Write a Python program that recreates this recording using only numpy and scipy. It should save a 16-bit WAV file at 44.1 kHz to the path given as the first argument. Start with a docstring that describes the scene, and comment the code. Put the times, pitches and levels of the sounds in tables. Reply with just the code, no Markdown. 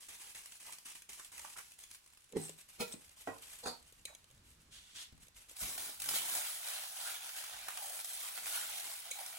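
"""A palette knife smears cream on a cake layer in a small kitchen: bubbly noise grains follow the pressure.
Bowl and knife are put down with knocks, contact noise over decaying modes, and a sleeve swishes past the microphone.
Then a thin plastic glove crinkles in dense random snaps as it lays soft fruit on the cream.
A close pair of microphone ports hears this with a little room, over dull movement rumble and faint hiss."""
import sys
import numpy as np
from scipy import signal
from scipy.fft import rfft, irfft, next_fast_len
from scipy.io import wavfile
from scipy.ndimage import map_coordinates

SR = 44100
rng = np.random.default_rng(int(sys.argv[2]) if len(sys.argv) > 2 else 0)


def to_wav(s):
    """Save 16-bit WAV."""
    ch = np.atleast_2d(s).T  # columns
    pcm = np.round(np.clip(ch, -1, 1) * 32767)  # PCM
    wavfile.write(sys.argv[1], SR, pcm.astype(np.int16))


N = 413658

# ringing modes of the counter: frequency_hz, relative level_db, t60_s
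COUNTER_MODES = [(98, -4, 0.19), (161, 5, 0.19), (228, -0.5, 0.19), (277, -1, 0.16), (340, -13, 0.15),
                 (433, -11, 0.087), (485, -7, 0.073), (780, -17, 0.26), (906, -31, 0.15), (1972, -22, 0.28),
                 (4080, -18, 0.39)]
# colour of small hard contacts: frequency_hz, relative density_db (per Hz)
TICK_COLOUR = [(150, -14), (550, 2), (1500, -38), (2200, -2.5), (2900, 4), (4000, 10.5), (5000, 0),
               (6700, 12.5), (8300, 12), (12000, 6.5), (15800, 3)]


def amp(db):
    """Decibels to linear gain."""
    return 10 ** (np.asarray(db) / 20)


def rms(x):
    """Root mean square, kept above zero."""
    return np.sqrt(np.mean(x ** 2) + 1e-20)


def along(points, hz):
    """Interpolate (Hz, value) points on a log frequency axis."""
    f, v = np.transpose(points)
    return np.interp(np.log(hz + 1), np.log(f + 1), v)


def gains(rows):
    """One gain per sample for each dB column, fading out within 30 ms beyond the rows."""
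    s, *cols = np.transpose(rows)
    t = np.arange(N) / SR
    gate = np.interp(t, [s[0] - .03, s[0], s[-1], s[-1] + .03], [0, 1, 1, 0])
    return [gate * amp(np.interp(t, s, c)) for c in cols]


def wobble(rate):
    """A random curve of straight segments, rate knots a second."""
    knots = rng.standard_normal(int(N * rate / SR) + 4)
    return map_coordinates(knots, [np.arange(N) * rate / SR], order=1)


def filtered(x, response):
    """Multiply the spectrum of x by a complex response of frequency."""
    n = x.shape[-1]
    m = next_fast_len(n + 8192, True)
    return irfft(rfft(x, m) * response(np.fft.rfftfreq(m, 1 / SR)), m)[..., :n]


def coloured(x, spectrum, size=2048):
    """Pass x through the causal filter of a spectrum, keeping the power of white noise."""
    # folding the cepstrum onto positive times gives minimum phase
    cepstrum = irfft(np.log(amp(along(spectrum, np.fft.rfftfreq(size, 1 / SR)))))
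    cepstrum[1:size // 2] *= 2
    cepstrum[size // 2 + 1:] = 0
    response = irfft(np.exp(rfft(cepstrum)))
    return signal.oaconvolve(x, response / np.linalg.norm(response))[:len(x)]


def split(x, edge_hz):
    """The parts of x below and above an edge."""
    low = filtered(x, lambda hz: 1 / (1 + (hz / edge_hz) ** 4))
    return low, x - low


def add(track, s, sound):
    """Mix a sound into the track at time s."""
    part = track[max(round(s * SR), 0):][:len(sound)]
    part += sound[:len(part)]


def grains(rate, spread_db, clump_db, rub):
    """Tiny flicks of uneven size that come in clumps, over a share of smooth rubbing noise."""
    sizes = amp(spread_db * np.minimum(rng.exponential(size=N), 4))
    flicks = (rng.random(N) < rate / SR) * rng.choice([-1, 1], N) * sizes
    clumps = amp(clump_db * (wobble(250) + wobble(60)) / 2)
    x = (flicks / rms(flicks) + rub * rng.standard_normal(N)) * clumps
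    return x / rms(x)


def crackle(rate, spread_db, t60):
    """Sparse ticks of uneven size, each a brief burst of decaying noise."""
    sizes = amp(spread_db * np.minimum(rng.exponential(size=N), 2.5))
    onsets = (rng.random(N) < rate / SR) * sizes
    decay = signal.lfilter([1], [1, -amp(-60 / t60 / SR)], onsets)
    return decay * rng.standard_normal(N) / 2


def patchy(x, depth_db, width_hz, life):
    """The colour shifts from moment to moment as different folds and spots sound."""
    z = signal.stft(x, nperseg=256)[2]
    across = np.arange(z.shape[0]) * SR / 256 / width_hz
    onward = np.arange(z.shape[1]) * 128 / SR / life
    where = np.meshgrid(across, onward, indexing="ij")
    field = map_coordinates(rng.standard_normal((128, 2048)), where, order=1, mode="mirror")
    return signal.istft(z * amp(depth_db * field), nperseg=256)[1][:N]


def strokes(rows, attack, slope_db, t60):
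    """Gain of rubbing strokes: each rises, drifts by slope_db a second while it lasts, and dies away."""
    track, t = np.zeros(N), np.arange(SR) / SR
    for s, length, db in rows:
        drift = slope_db * np.minimum(t, length)
        release = 60 * np.maximum(t - length, 0) / t60
        add(track, s, np.minimum(t / attack, 1) * amp(db + drift - release))
    return track


def rustle(body, top, drive, spectrum, edge_hz, low_db, high_db):
    """Grains in a material's colour, with one gain for its body and one for its fine top."""
    low, high = split(coloured(drive, spectrum), edge_hz)
    return amp(low_db) * body * low / rms(low) + amp(high_db) * top * high / rms(high)


def snaps(rows, spectrum, rise, t60, after_db, after_t60, low_db):
    """Each snap is a noise burst with a quick and a slow decay; a third column shifts its low part."""
    track, t = np.zeros(N), np.arange(SR // 8) / SR
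    shape = (1 - np.exp(-t / rise)) * (amp(-60 * t / t60) + amp(after_db - 60 * t / after_t60))
    for s, db, *body_db in rows:
        low, high = split(coloured(rng.standard_normal(len(t)) * shape, spectrum), 2400)
        snap = amp(sum(body_db) + low_db) * low / rms(low) + high / rms(high)
        add(track, s, amp(db) * snap / np.abs(snap).max())
    return track


def struck(blows, modes, colour, contact_t60, ring_db, trim_db, crack_db, push_db):
    """A thing scrapes into contact, takes a push, cracks, thuds in its dense resonances and rings in its modes."""
    crack_t60 = 0.011  # seconds
    track, lead = np.zeros(N), SR // 16
    t = np.arange(-lead, SR // 2) / SR
    after = np.maximum(t, 0)
    for s, db, lead_in in blows:
        scrape_and_thud = np.exp(np.minimum(t, 0) / lead_in) * amp(-60 * after / contact_t60)
        crack = (t >= 0) * amp(crack_db - 60 * after / crack_t60)
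        shape = scrape_and_thud + crack
        push = (t == 0) * amp(push_db) * np.linalg.norm(shape)
        contact = coloured(rng.standard_normal(len(t)) * shape + push, colour)
        ring = np.zeros(len(t))
        for k, (hz, level, t60) in enumerate(modes):
            decay = amp(level + rng.normal(0, 1) - 60 * after / t60)
            ring += (-1) ** k * decay * np.sin(2 * np.pi * hz * after + rng.normal(0, 1.0))
        ring *= 1 - np.exp(-after / 0.0015)
        blow = contact * rms(shape) / rms(contact) + amp(ring_db) * ring
        add(track, s - lead / SR, amp(db + trim_db) * blow)
    return track


def background():
    """Dull movement rumble, brighter when the cook is brisk, over the faint hiss of the room."""
    # rumble of the cook's movements: time_s, level_db (before trim)
    rumble = [(0.0, -80), (0.8, -86), (1.2, -77), (1.9, -81), (2.7, -78), (3.5, -76), (3.97, -73.5),
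              (4.2, -72), (4.6, -70), (5.0, -74), (5.17, -75), (5.4, -75), (5.58, -77), (5.65, -67),
              (5.75, -74), (5.93, -75), (6.08, -69), (6.25, -74), (6.45, -85), (6.9, -91), (7.4, -86),
              (7.58, -76), (7.75, -86), (8.1, -87), (8.55, -81), (9.38, -88)]
    # colour of the movements: frequency_hz, relative density_db (per Hz)
    shuffle_colour = [(20, -3), (50, 8), (110, -0.5), (200, -6), (400, -15), (700, -24.5), (1500, -27.5)]
    # colour of the hiss: frequency_hz, relative density_db (per Hz)
    hiss_colour = [(30, -15), (150, -6), (500, -14.5), (1500, -9.5), (4000, -10.5), (9000, -16),
                   (15800, -30)]
    motion, = gains(rumble)
    brushing = motion.max() * (motion / motion.max()) ** 2.27  # the top grows faster than the body
    sway = rng.standard_normal(N) * amp(3.2 * wobble(22))
    shuffle = rustle(motion, brushing, sway, shuffle_colour, edge_hz=140, low_db=-0.5, high_db=2.5)
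    hiss = np.array([coloured(rng.standard_normal(N), hiss_colour) for side in range(2)])
    return shuffle + amp(-71.5) * hiss


def scatter(x, t60, size):
    """Dying reflections, separate at each port; their pattern is new every size samples."""
    padded = np.pad(x, (size, 2 * size))
    frames = np.lib.stride_tricks.sliding_window_view(padded, 2 * size)[::size]
    t = np.arange(2 * size) / SR
    decay = amp(-60 * t / t60) * (1 - np.exp(-t / 0.0027))
    tails = rng.standard_normal((2, len(frames), 2 * size)) * decay / np.linalg.norm(decay)
    windowed = frames * signal.windows.cosine(2 * size)
    heard = irfft(rfft(windowed, 4 * size) * rfft(tails, 4 * size))
    # overlap-add the frames
    at = np.arange(len(frames))[:, None] * size + np.arange(heard.shape[-1])
    return np.array([np.bincount(at.ravel(), port.ravel())[size:size + N] for port in heard])


def kitchen(rustles, knocks, ticks, near_t60, room_t60, room_db):
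    """Direct sound, quick scatter off counter and dishes, and a room tail that the close ticks hardly reach."""
    # power that reaches the ports directly: frequency_hz, share (fraction, limited to .05 to .98)
    direct_share = [(100, .97), (300, .85), (800, .5), (2000, .4), (4500, .3), (6800, .58), (10000, .38),
                    (12000, .6), (13800, .96), (15800, .6)]
    # colour of the room tail: frequency_hz, level_db (added to room_db)
    tail_colour = [(100, 9), (500, 7.5), (4000, 11.5), (15000, 6.5)]
    share = lambda hz: np.clip(along(direct_share, hz), .05, .98)
    direct = filtered(rustles + knocks + ticks, lambda hz: np.sqrt(share(hz)))
    near = scatter(rustles + ticks, near_t60, size=128) + scatter(knocks, near_t60, size=2048)
    near = filtered(near, lambda hz: np.sqrt(1 - share(hz)))
    tail = scatter(rustles + knocks + amp(-9) * ticks, room_t60, size=8192)
    tail = filtered(tail, lambda hz: amp(room_db + along(tail_colour, hz)))
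    return direct + near + tail


def fetching_bumps():
    """Soft bumps as the fruit bowl is fetched: dull contact noise and the counter's modes."""
    # bumps: time_s, level_db (before trim), lead_in_s (time constant)
    bumps = [(5.126, -54.5, 0.003), (5.178, -60, .004), (5.23, -63, 0.006), (5.622, -51, 0.0023),
             (5.64, -56, 0.0025)]
    # colour of the bumps: frequency_hz, relative density_db (per Hz)
    bump_colour = [(20, -3), (50, 8), (110, -0.5), (200, -6), (400, -15), (700, -24.5), (1500, -27.5)]
    return struck(bumps, COUNTER_MODES, bump_colour, contact_t60=0.059,
                  ring_db=-13.5, trim_db=1.5, crack_db=-17, push_db=2)


def hands():
    """Skin slides over bowl, knife and counter in clumped grains, with faint stray touches throughout."""
    # slides of the hands: start_s, length_s, level_db (before trim)
    handling = [(2.36, 0.14, -57.5), (2.575, 0.012, -56), (2.675, 0.075, -62.5), (2.81, 0.1, -61),
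                (2.98, 0.15, -65), (3.16, 0.23, -62), (3.405, 0.078, -56), (3.49, 0.11, -58.5),
                (3.66, 0.13, -68.5), (3.82, 0.57, -69.5), (4.43, 0.11, -69.5), (4.59, 0.035, -71),
                (5.195, 0.029, -63.5), (5.34, 0.1, -63.5), (5.48, 0.022, -59.5)]
    # colour of sliding hands: frequency_hz, relative density_db (per Hz)
    hand_colour = [(200, -11), (600, -4), (1200, -4), (2000, 0), (2800, 3.5), (4000, -1.5), (5500, -3.5),
                   (7500, -2.5), (8400, -0.5), (9500, -3.5), (12000, -1), (15800, -15.5)]
    skin = grains(rate=3400, spread_db=-0.5, clump_db=5.5, rub=0.87)
    speed = strokes(handling, attack=0.017, slope_db=-13, t60=0.21)
    sliding = rustle(speed, speed, skin, hand_colour, edge_hz=5500, low_db=-5.0, high_db=1.5)
    touches = amp(-55) * coloured(crackle(rate=9, spread_db=2, t60=.006), hand_colour)
    return sliding + touches


def steel_slide():
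    """Steel slides on steel, its gritty slips swelling as it gathers speed until it stops."""
    # slides: start_s, length_s, level_db (at the start, before trim)
    slides = [(2.36, 0.11, -55), (2.795, .022, -64), (2.912, 0.02, -48.5)]
    # colour of sliding steel: frequency_hz, relative density_db (per Hz)
    sing_colour = [(3000, -26), (7300, -18), (8000, -3), (8600, -3), (9400, -16), (13000, -25)]
    slips = grains(rate=3000, spread_db=2, clump_db=3, rub=.6)
    speed = strokes(slides, attack=0.0079, slope_db=68, t60=0.058)
    return amp(-1.0) * speed * coloured(slips, sing_colour)


def sleeve():
    """A knitted sleeve brushes past the microphone: dense, smooth fibre noise in short swishes."""
    # swishes: start_s, length_s, level_db (before trim)
    swishes = [(4.705, 0.081, -59), (4.8, 0.22, -66), (4.94, 0.091, -54)]
    # colour of the cloth: frequency_hz, relative density_db (per Hz)
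    cloth_colour = [(400, -15.5), (900, -12), (1600, -5.5), (2500, -2), (3400, 4.5), (5000, -2.5),
                    (7000, -1.5), (10000, -4), (15800, -14.5)]
    wool = coloured(grains(rate=9000, spread_db=1, clump_db=.8, rub=2.2), cloth_colour)
    return amp(3.0) * strokes(swishes, attack=0.02, slope_db=0, t60=0.094) * wool


def bowl_put_down():
    """The bowl thumps on the counter and clanks, each with its own contact noise and modes."""
    # blows on the counter: time_s, level_db (before trim), lead_in_s (time constant)
    counter_blows = [(2.334, -50.5, 0.0034), (2.361, -37, 0.013), (2.367, -28, 0.00082),
                     (2.497, -52, 0.0044), (2.941, -48.5, 0.0051)]
    # blows on the bowl: time_s, level_db (before trim), lead_in_s (time constant)
    bowl_blows = [(2.807, -34.5, 0.0069), (2.818, -38, 0.0038), (2.938, -56, 0.025)]
    # ringing modes of the bowl: frequency_hz, relative level_db, t60_s
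    bowl_modes = [(163, -15, 0.17), (191, -4, 0.13), (405, -5, 0.087), (438, -1, 0.14), (483, 8, 0.1),
                  (636, -14, .15), (850, -6, 0.1), (945, -7, 0.081), (1260, -15, 0.11), (1370, -12.5, 0.22),
                  (1960, -14, .16), (2340, -10, 0.072), (2500, -1, 0.11), (2464, -3, 0.083),
                  (3480, -11, .08), (3760, -11, 0.08), (4300, -13, .08), (6966, -15, .07)]
    # colour of the thump: frequency_hz, relative density_db (per Hz)
    thump_colour = [(50, -16), (100, -9), (160, 0), (280, 5), (345, 4), (440, 7), (600, -10), (950, -11),
                    (1500, -27.5), (2000, -21), (3000, -28), (8000, -36), (15800, -49)]
    # colour of the clank: frequency_hz, relative density_db (per Hz)
    clank_colour = [(80, -20), (200, -7), (320, -15), (450, -2), (560, -14), (680, -20), (900, -11.5),
                    (1120, -26), (1330, -15), (1650, -31), (2100, -18), (2400, -9), (2750, -24),
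                    (3600, -16.5), (4400, -16.5), (6200, -22.5), (8000, -20), (15800, -21)]
    thump = struck(counter_blows, COUNTER_MODES, thump_colour, contact_t60=0.05,
                   ring_db=-12.5, trim_db=-1, crack_db=-17, push_db=0)
    clank = struck(bowl_blows, bowl_modes, clank_colour, contact_t60=0.08,
                   ring_db=-8, trim_db=0.5, crack_db=-20, push_db=-15)
    return thump + clank


def knife_put_down():
    """The knife knocks the board and clatters down; board and blade each ring in their modes."""
    # blows on the board: time_s, level_db (before trim), lead_in_s (time constant)
    board_blows = [(3.2735, -41, 0.0004), (3.659, -44.5, .0015)]
    # blows on the blade: time_s, level_db (before trim), lead_in_s (time constant)
    blade_blows = [(3.637, -49, 0.0054), (3.66, -43.5, 0.0058), (3.671, -41, 0.0026), (3.681, -44, 0.0022),
                   (3.693, -58, .002), (3.707, -57, .002)]
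    # ringing modes of the board: frequency_hz, relative level_db, t60_s
    board_modes = [(103, 2.5, 0.28), (261, 6.5, 0.19), (455, 3, 0.36), (540, 7, 0.18), (623, 3, 0.14),
                   (780, 6, 0.15), (955, -6, 0.3), (1030, 3, 0.19), (1240, -6, 0.26), (1310, -2, .15),
                   (1410, 0, 0.11), (1830, -3, 0.1), (1920, 3, 0.15), (2466, 3, 0.08)]
    # ringing modes of the blade: frequency_hz, relative level_db, t60_s
    blade_modes = [(101, -2, 0.23), (238, 3.5, 0.14), (484, 6.5, 0.12), (783, -7, 0.29), (925, 2, 0.13),
                   (975, 4, 0.16), (1200, -4, 0.13), (3720, -10, 0.22), (3930, -4, .12), (4383, 4, 0.13),
                   (4438, 1, .15), (4469, 2, 0.15), (4678, 4, 0.16), (4700, -1, 0.17), (5626, -14, 0.22),
                   (6681, -2, 0.098), (7600, -6, .12)]
    # colour of the knock: frequency_hz, relative density_db (per Hz)
    knock_colour = [(60, -23), (110, -6), (280, 4.5), (750, 4), (1050, 0.5), (1400, 1), (1700, -11),
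                    (1920, -10), (2200, -19), (2480, -4.5), (2750, -21), (3300, -24), (8000, -25),
                    (15800, -43)]
    # colour of the clatter: frequency_hz, relative density_db (per Hz)
    clatter_colour = [(60, -9), (110, -9), (240, -14), (500, -2), (700, 2.5), (1000, -3), (1700, -10),
                      (2400, -15), (3200, -11), (4500, -1), (5500, -10.5), (7500, -9), (11000, -10),
                      (15800, -19)]
    knock = struck(board_blows, board_modes, knock_colour, contact_t60=.15,
                   ring_db=-14, trim_db=0.5, crack_db=6, push_db=-14)
    clatter = struck(blade_blows, blade_modes, clatter_colour, contact_t60=0.089,
                     ring_db=-11.5, trim_db=1.5, crack_db=-13, push_db=-23)
    return knock + clatter


def bowl_wall_clacks():
    """Light things clack on the bowl's wall, which rings briefly in its high modes."""
    # blows on the wall: time_s, level_db, lead_in_s (time constant)
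    wall_blows = [(4.0533, -42, .0003), (9.113, -36, .004)]
    # ringing modes of the wall: frequency_hz, relative level_db, t60_s
    wall_modes = [(2250, 1, .04), (2480, -1, .035), (3900, 3, .028), (4150, 0, .025), (6500, -3, .025),
                  (7700, -1, .025)]
    return struck(wall_blows, wall_modes, TICK_COLOUR, contact_t60=.028,
                  ring_db=-2, trim_db=0, crack_db=-8, push_db=-20)


def utensil_ticks():
    """Light ticks of utensils close to the microphone: very short bright bursts."""
    # ticks: time_s, peak_db (before trim)
    tick_times = [(2.3234, -45.5), (2.4937, -35), (2.5873, -48), (2.6878, -54), (2.924, -37.5),
                  (2.9377, -40), (3.0934, -47), (3.8267, -51), (3.924, -51), (4.012, -61), (4.0532, -33.5),
                  (4.1498, -41.5), (4.242, -50.5), (4.302, -53), (4.3116, -52), (4.376, -58), (5.123, -55),
                  (5.178, -58), (5.269, -51), (5.2829, -49), (5.385, -52), (5.485, -54), (5.496, -43),
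                  (5.513, -43)]
    return amp(6) * snaps(tick_times, TICK_COLOUR, rise=.0002, t60=.0045, after_db=-30, after_t60=.03, low_db=-9)


def squelches():
    """Cream and fruit squelch: a cluster of small wet cavities opens, each ringing for a few cycles."""
    # squelches: time_s, level_db, pitch_hz (centre of an octave of cavities), length_s (spread of onsets)
    wet_spots = [(0.653, -62, 990, 0.055), (0.719, -72, 1380, 0.03), (1.189, -58, 1700, 0.021),
                 (1.393, -59, 1040, 0.011), (1.445, -47.5, 1210, 0.0054), (1.558, -55, 1550, 0.0087),
                 (1.578, -58, 1560, 0.023), (4.076, -62.5, 1240, 0.022), (4.096, -67, 730, .04),
                 (7.68, -53, 1890, 0.021), (7.771, -54, 1050, 0.0112), (9.205, -57, 835, 0.016)]
    track, t = np.zeros(N), np.arange(SR // 10) / SR
    for s, db, pitch_hz, length in wet_spots:
        start, detune, size = rng.random((3, 14, 1))  # 14 cavities
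        hz = pitch_hz * 2 ** (detune - .5)
        cycles = hz * np.maximum(t - (start - start.min()) * length, 0)
        envelope = cycles ** 2 * np.exp(-cycles / 0.57)
        cluster = np.sum(size * np.sin(2 * np.pi * cycles) * envelope, axis=0)
        add(track, s, amp(db) * cluster / np.sqrt(np.sum(cluster ** 2) / (length * SR)))
    return track


def hollows():
    """Pockets of air between glove, fruit and bowl ring at their own pitches, driven by random film flips."""
    # hollows: start_s, length_s, level_db (before fading in and out), pitch_hz, sharpness_q (no unit)
    pockets = [(7.039, 0.084, -55, 1490, 4.3), (7.342, 0.19, -66, 1630, 4.4), (7.528, .03, -55.5, 1540, 9),
               (7.582, 0.097, -72, 3100, 4), (7.682, 0.055, -59, 2200, 4), (7.771, 0.1, -57, 765, 3.9),
               (7.84, 0.13, -62, 660, 3.1), (8.09, 0.12, -64.5, 757, 9.7), (8.208, 0.12, -63, 1100, 4),
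               (8.467, 0.2, -56, 1380, 7.3), (8.702, .12, -66, 755, 5.8), (8.859, 0.096, -60, 820, 4),
               (9.041, 0.071, -65.5, 690, 5.6), (9.149, 0.087, -58, 790, 7), (9.3, .075, -62.5, 710, 3.7)]
    flips_per_s = 1200
    track, t = np.zeros(N), np.arange(SR // 2) / SR
    for s, length, db, pitch_hz, q in pockets:
        flips = rng.standard_normal(len(t)) * (rng.random(len(t)) < flips_per_s / SR)
        cavity = signal.iirpeak(pitch_hz, q, SR)
        ring = signal.lfilter(*cavity, signal.lfilter(*cavity, flips))
        fade = np.abs(np.sin(np.pi * np.minimum(t / length, 1))) ** .5
        add(track, s, amp(db) * ring / rms(ring[t < length]) * fade)
    return track


def glove():
    """Thin film slides over itself while countless creases flip, shifting in colour; its slack flaps dully."""
    # the gloved hand at work: time_s, film_db (flexing body), crinkle_db (fine top), both before trim
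    flexing = [(5.54, -76, -90), (5.56, -62, -57), (5.6, -56, -42.5), (5.62, -48.5, -38.5),
               (5.67, -51.5, -44), (5.77, -61, -49), (5.79, -52, -43), (5.88, -55.5, -46.5),
               (5.98, -64.5, -55.5), (6.04, -56, -46), (6.083, -54, -44), (6.11, -49.5, -38),
               (6.17, -43.5, -36.5), (6.21, -50.5, -42), (6.28, -49.5, -42), (6.36, -49, -38),
               (6.44, -50, -43.5), (6.5, -51.5, -43), (6.58, -57, -48), (6.67, -49.5, -44.5),
               (6.79, -49.5, -45.5), (6.91, -58, -48.5), (7.01, -50.5, -46), (7.08, -48, -42.5),
               (7.2, -57, -52.5), (7.27, -52, -48), (7.31, -55, -51), (7.38, -52.5, -46),
               (7.47, -54, -52.5), (7.56, -53.5, -51.5), (7.63, -53.5, -53.5), (7.75, -56.5, -50.5),
               (7.84, -56, -45.5), (7.91, -55.5, -47.5), (7.95, -55.5, -46), (8.03, -61.5, -51),
               (8.12, -55, -45), (8.2, -55.5, -47), (8.25, -52, -44), (8.34, -58, -49.5), (8.43, -56, -47),
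               (8.54, -47, -39), (8.61, -51, -44.5), (8.75, -51, -45.5), (8.8, -53, -46.5),
               (8.91, -53, -47), (8.96, -57.5, -49.5), (9.08, -56.5, -53.5), (9.2, -55.5, -49),
               (9.38, -58, -51.5)]
    # loudest creases that buckle: time_s, peak_db, low_part_db (shift before trim)
    creases = [(5.5657, -34, -19), (5.7785, -25, -18.5), (6.0003, -27, -18), (6.019, -25.5, -21),
               (6.041, -27, -18), (6.058, -26, -16), (6.0881, -17.5, -18.5), (6.296, -26, -14),
               (6.3509, -21.5, -14), (6.381, -24, -19), (7.439, -29, -11.5), (7.6838, -25, -10),
               (7.705, -31.5, -8), (7.773, -27, -9), (7.805, -36, -12), (7.99, -29, -9.5), (8.0, -29, -19),
               (8.009, -29, -19), (8.0456, -25.5, -23), (8.367, -28, -11), (8.376, -27.5, -11),
               (8.384, -31, -9), (8.458, -25.5, -12), (8.467, -25, -11), (9.2618, -28.5, -15)]
    # slack flapping as the glove is pulled on and the hand opens: start_s, length_s, level_db
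    slack_flaps = [(5.61, 0.12, -61.5), (5.75, 0.16, -64), (6.07, 0.092, -57), (6.2, 0.17, -66),
                   (8.36, 0.297, -71.5), (8.84, 0.036, -70)]
    # colour of the film: frequency_hz, relative density_db (per Hz)
    film_colour = [(200, -28), (400, -22), (540, -13.5), (740, -2.2), (1100, -10.5), (1420, -3.5),
                   (1750, -5.5), (2200, -2.5), (2750, -3), (3200, 0), (4000, -0.5), (4900, -1.5),
                   (7500, 1.5), (11000, 6), (13500, 2.5), (15800, 4.5)]
    # colour of the slack: frequency_hz, relative density_db (per Hz)
    slack_colour = [(100, -14), (220, -2), (450, -1), (700, -5.5), (1100, -0.5), (1800, -21), (5000, -42)]
    folds = grains(rate=4200, spread_db=3.3, clump_db=1.7, rub=0.3)
    folds += amp(8.5) * crackle(rate=230, spread_db=1.7, t60=.0012)
    folds = patchy(folds / rms(folds), depth_db=1.8, width_hz=380, life=.04)
    film, fine = gains(flexing)
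    crinkle = rustle(film, fine, folds, film_colour, edge_hz=4060, low_db=-0.3, high_db=2.5)
    buckles = snaps(creases, film_colour, rise=.0003, t60=.009, after_db=-14, after_t60=.06, low_db=3)
    slack = coloured(grains(rate=600, spread_db=3, clump_db=1, rub=0.34), slack_colour)
    flaps = strokes(slack_flaps, attack=0.011, slope_db=0, t60=0.14) * slack
    return crinkle + hollows() + buckles + flaps


def cream():
    """The blade tears loose and smears whipped cream, whose small bubbles burst; strays pop at a light touch."""
    # strokes of the knife: start_s, length_s, pressure_db (before trim)
    spread = [(0.0, 0.047, -58), (0.083, 0.072, -55.5), (0.19, 0.12, -56.5), (0.346, 0.057, -55.5),
              (0.43, 0.14, -60), (0.595, 0.062, -56.5), (0.66, 0.082, -58), (0.8, 0.043, -70),
              (0.848, 0.071, -55.5), (0.945, 0.023, -56.5), (1.088, 0.066, -56), (1.17, 0.089, -58.5),
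              (1.315, 0.081, -56), (1.41, 0.12, -57), (1.56, 0.044, -54), (1.65, 0.086, -64),
              (1.78, 0.054, -59), (1.885, 0.067, -63.5), (2.02, 0.56, -75)]
    # blade tearing loose as a stroke begins: time_s, peak_db
    tear_times = [(0.083, -39.5), (0.346, -37.5), (0.356, -47), (0.854, -38.5), (1.089, -39.5),
                  (1.316, -46)]
    # loudest air pockets that pop: time_s, peak_db (before trim)
    pop_times = [(0.4578, -30.5), (0.521, -35.5), (0.7238, -30), (0.732, -33), (0.7845, -34),
                 (1.0205, -35.5), (1.131, -33), (1.1965, -33.5), (1.255, -50), (1.379, -29), (1.394, -30.5),
                 (1.4486, -32), (1.5838, -33), (1.718, -38.5), (1.8308, -44), (1.837, -34.5), (1.912, -31),
                 (1.9463, -34.5), (1.954, -39.5), (2.0612, -43), (2.134, -43), (2.173, -41.5)]
    # colour of the cream: frequency_hz, relative density_db (per Hz)
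    cream_colour = [(150, -9.5), (350, -8.5), (600, -8.5), (900, -3), (1400, -5.5), (1900, 0), (2600, 3.5),
                    (3600, 0), (5000, 0.5), (7000, 3.5), (10000, 5.5), (13000, 1), (15800, -4)]
    bubbles = grains(rate=7800, spread_db=6.5, clump_db=1.5, rub=0.8)
    bubbles = patchy(bubbles, depth_db=.9, width_hz=800, life=.035)
    bubbles += amp(6.0) * crackle(rate=59, spread_db=3.5, t60=0.006)
    pressure = strokes(spread, attack=0.0074, slope_db=-3.5, t60=0.17)
    effort = pressure / pressure.max()
    body = pressure.max() * effort ** 2.06  # the smear grows faster with pressure than the fizz
    smear = rustle(body, pressure, bubbles, cream_colour, edge_hz=2500, low_db=-6.0, high_db=2.0)
    stray_pops = coloured(crackle(rate=28, spread_db=2.5, t60=.012), cream_colour)
    strays = amp(-46) * effort ** .3 * stray_pops
    tears = snaps(tear_times, cream_colour, rise=.005, t60=.045, after_db=-19, after_t60=.08, low_db=-8)
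    pops = snaps(pop_times, cream_colour, rise=.0006, t60=.008, after_db=-22, after_t60=.05, low_db=-11)
    return smear + strays + tears + amp(-3.5) * pops


def scene():
    """Everything at the worktop is heard through the kitchen; the background is added at the ports."""
    rustles = cream() + glove() + hands() + steel_slide() + sleeve() + fetching_bumps()
    knocks = bowl_put_down() + knife_put_down() + bowl_wall_clacks() + squelches()
    heard = kitchen(rustles, knocks, utensil_ticks(), near_t60=.013, room_t60=.3, room_db=-14)
    return heard + background()


def record(dry):
    """The two microphone ports differ in phase and level; nothing passes above the band limit."""
    # phase between the ports: frequency_hz, left_lead_rad
    port_phase = [(100, 0), (800, -1.1), (1500, -.4), (3000, -1.7), (4600, -2.2), (5800, 0), (7200, -.2),
                  (10000, -1.4), (12500, -2.9), (14000, -3.14), (15800, -3)]
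    # level between the ports: frequency_hz, left_minus_right_db
    port_balance = [(150, 0), (400, -1.5), (650, -6.5), (1100, -8), (1600, -5.5), (2500, -1.2), (5000, 0)]
    top_hz = 15950
    half = np.array([[.5], [-.5]])  # each port takes half the difference

    def ports(hz):
        level = amp(half * along(port_balance, hz))
        return level * np.exp(1j * half * along(port_phase, hz))

    return filtered(dry, lambda hz: ports(hz) * (hz < top_hz))


dry = scene()
out = record(dry)
to_wav(out)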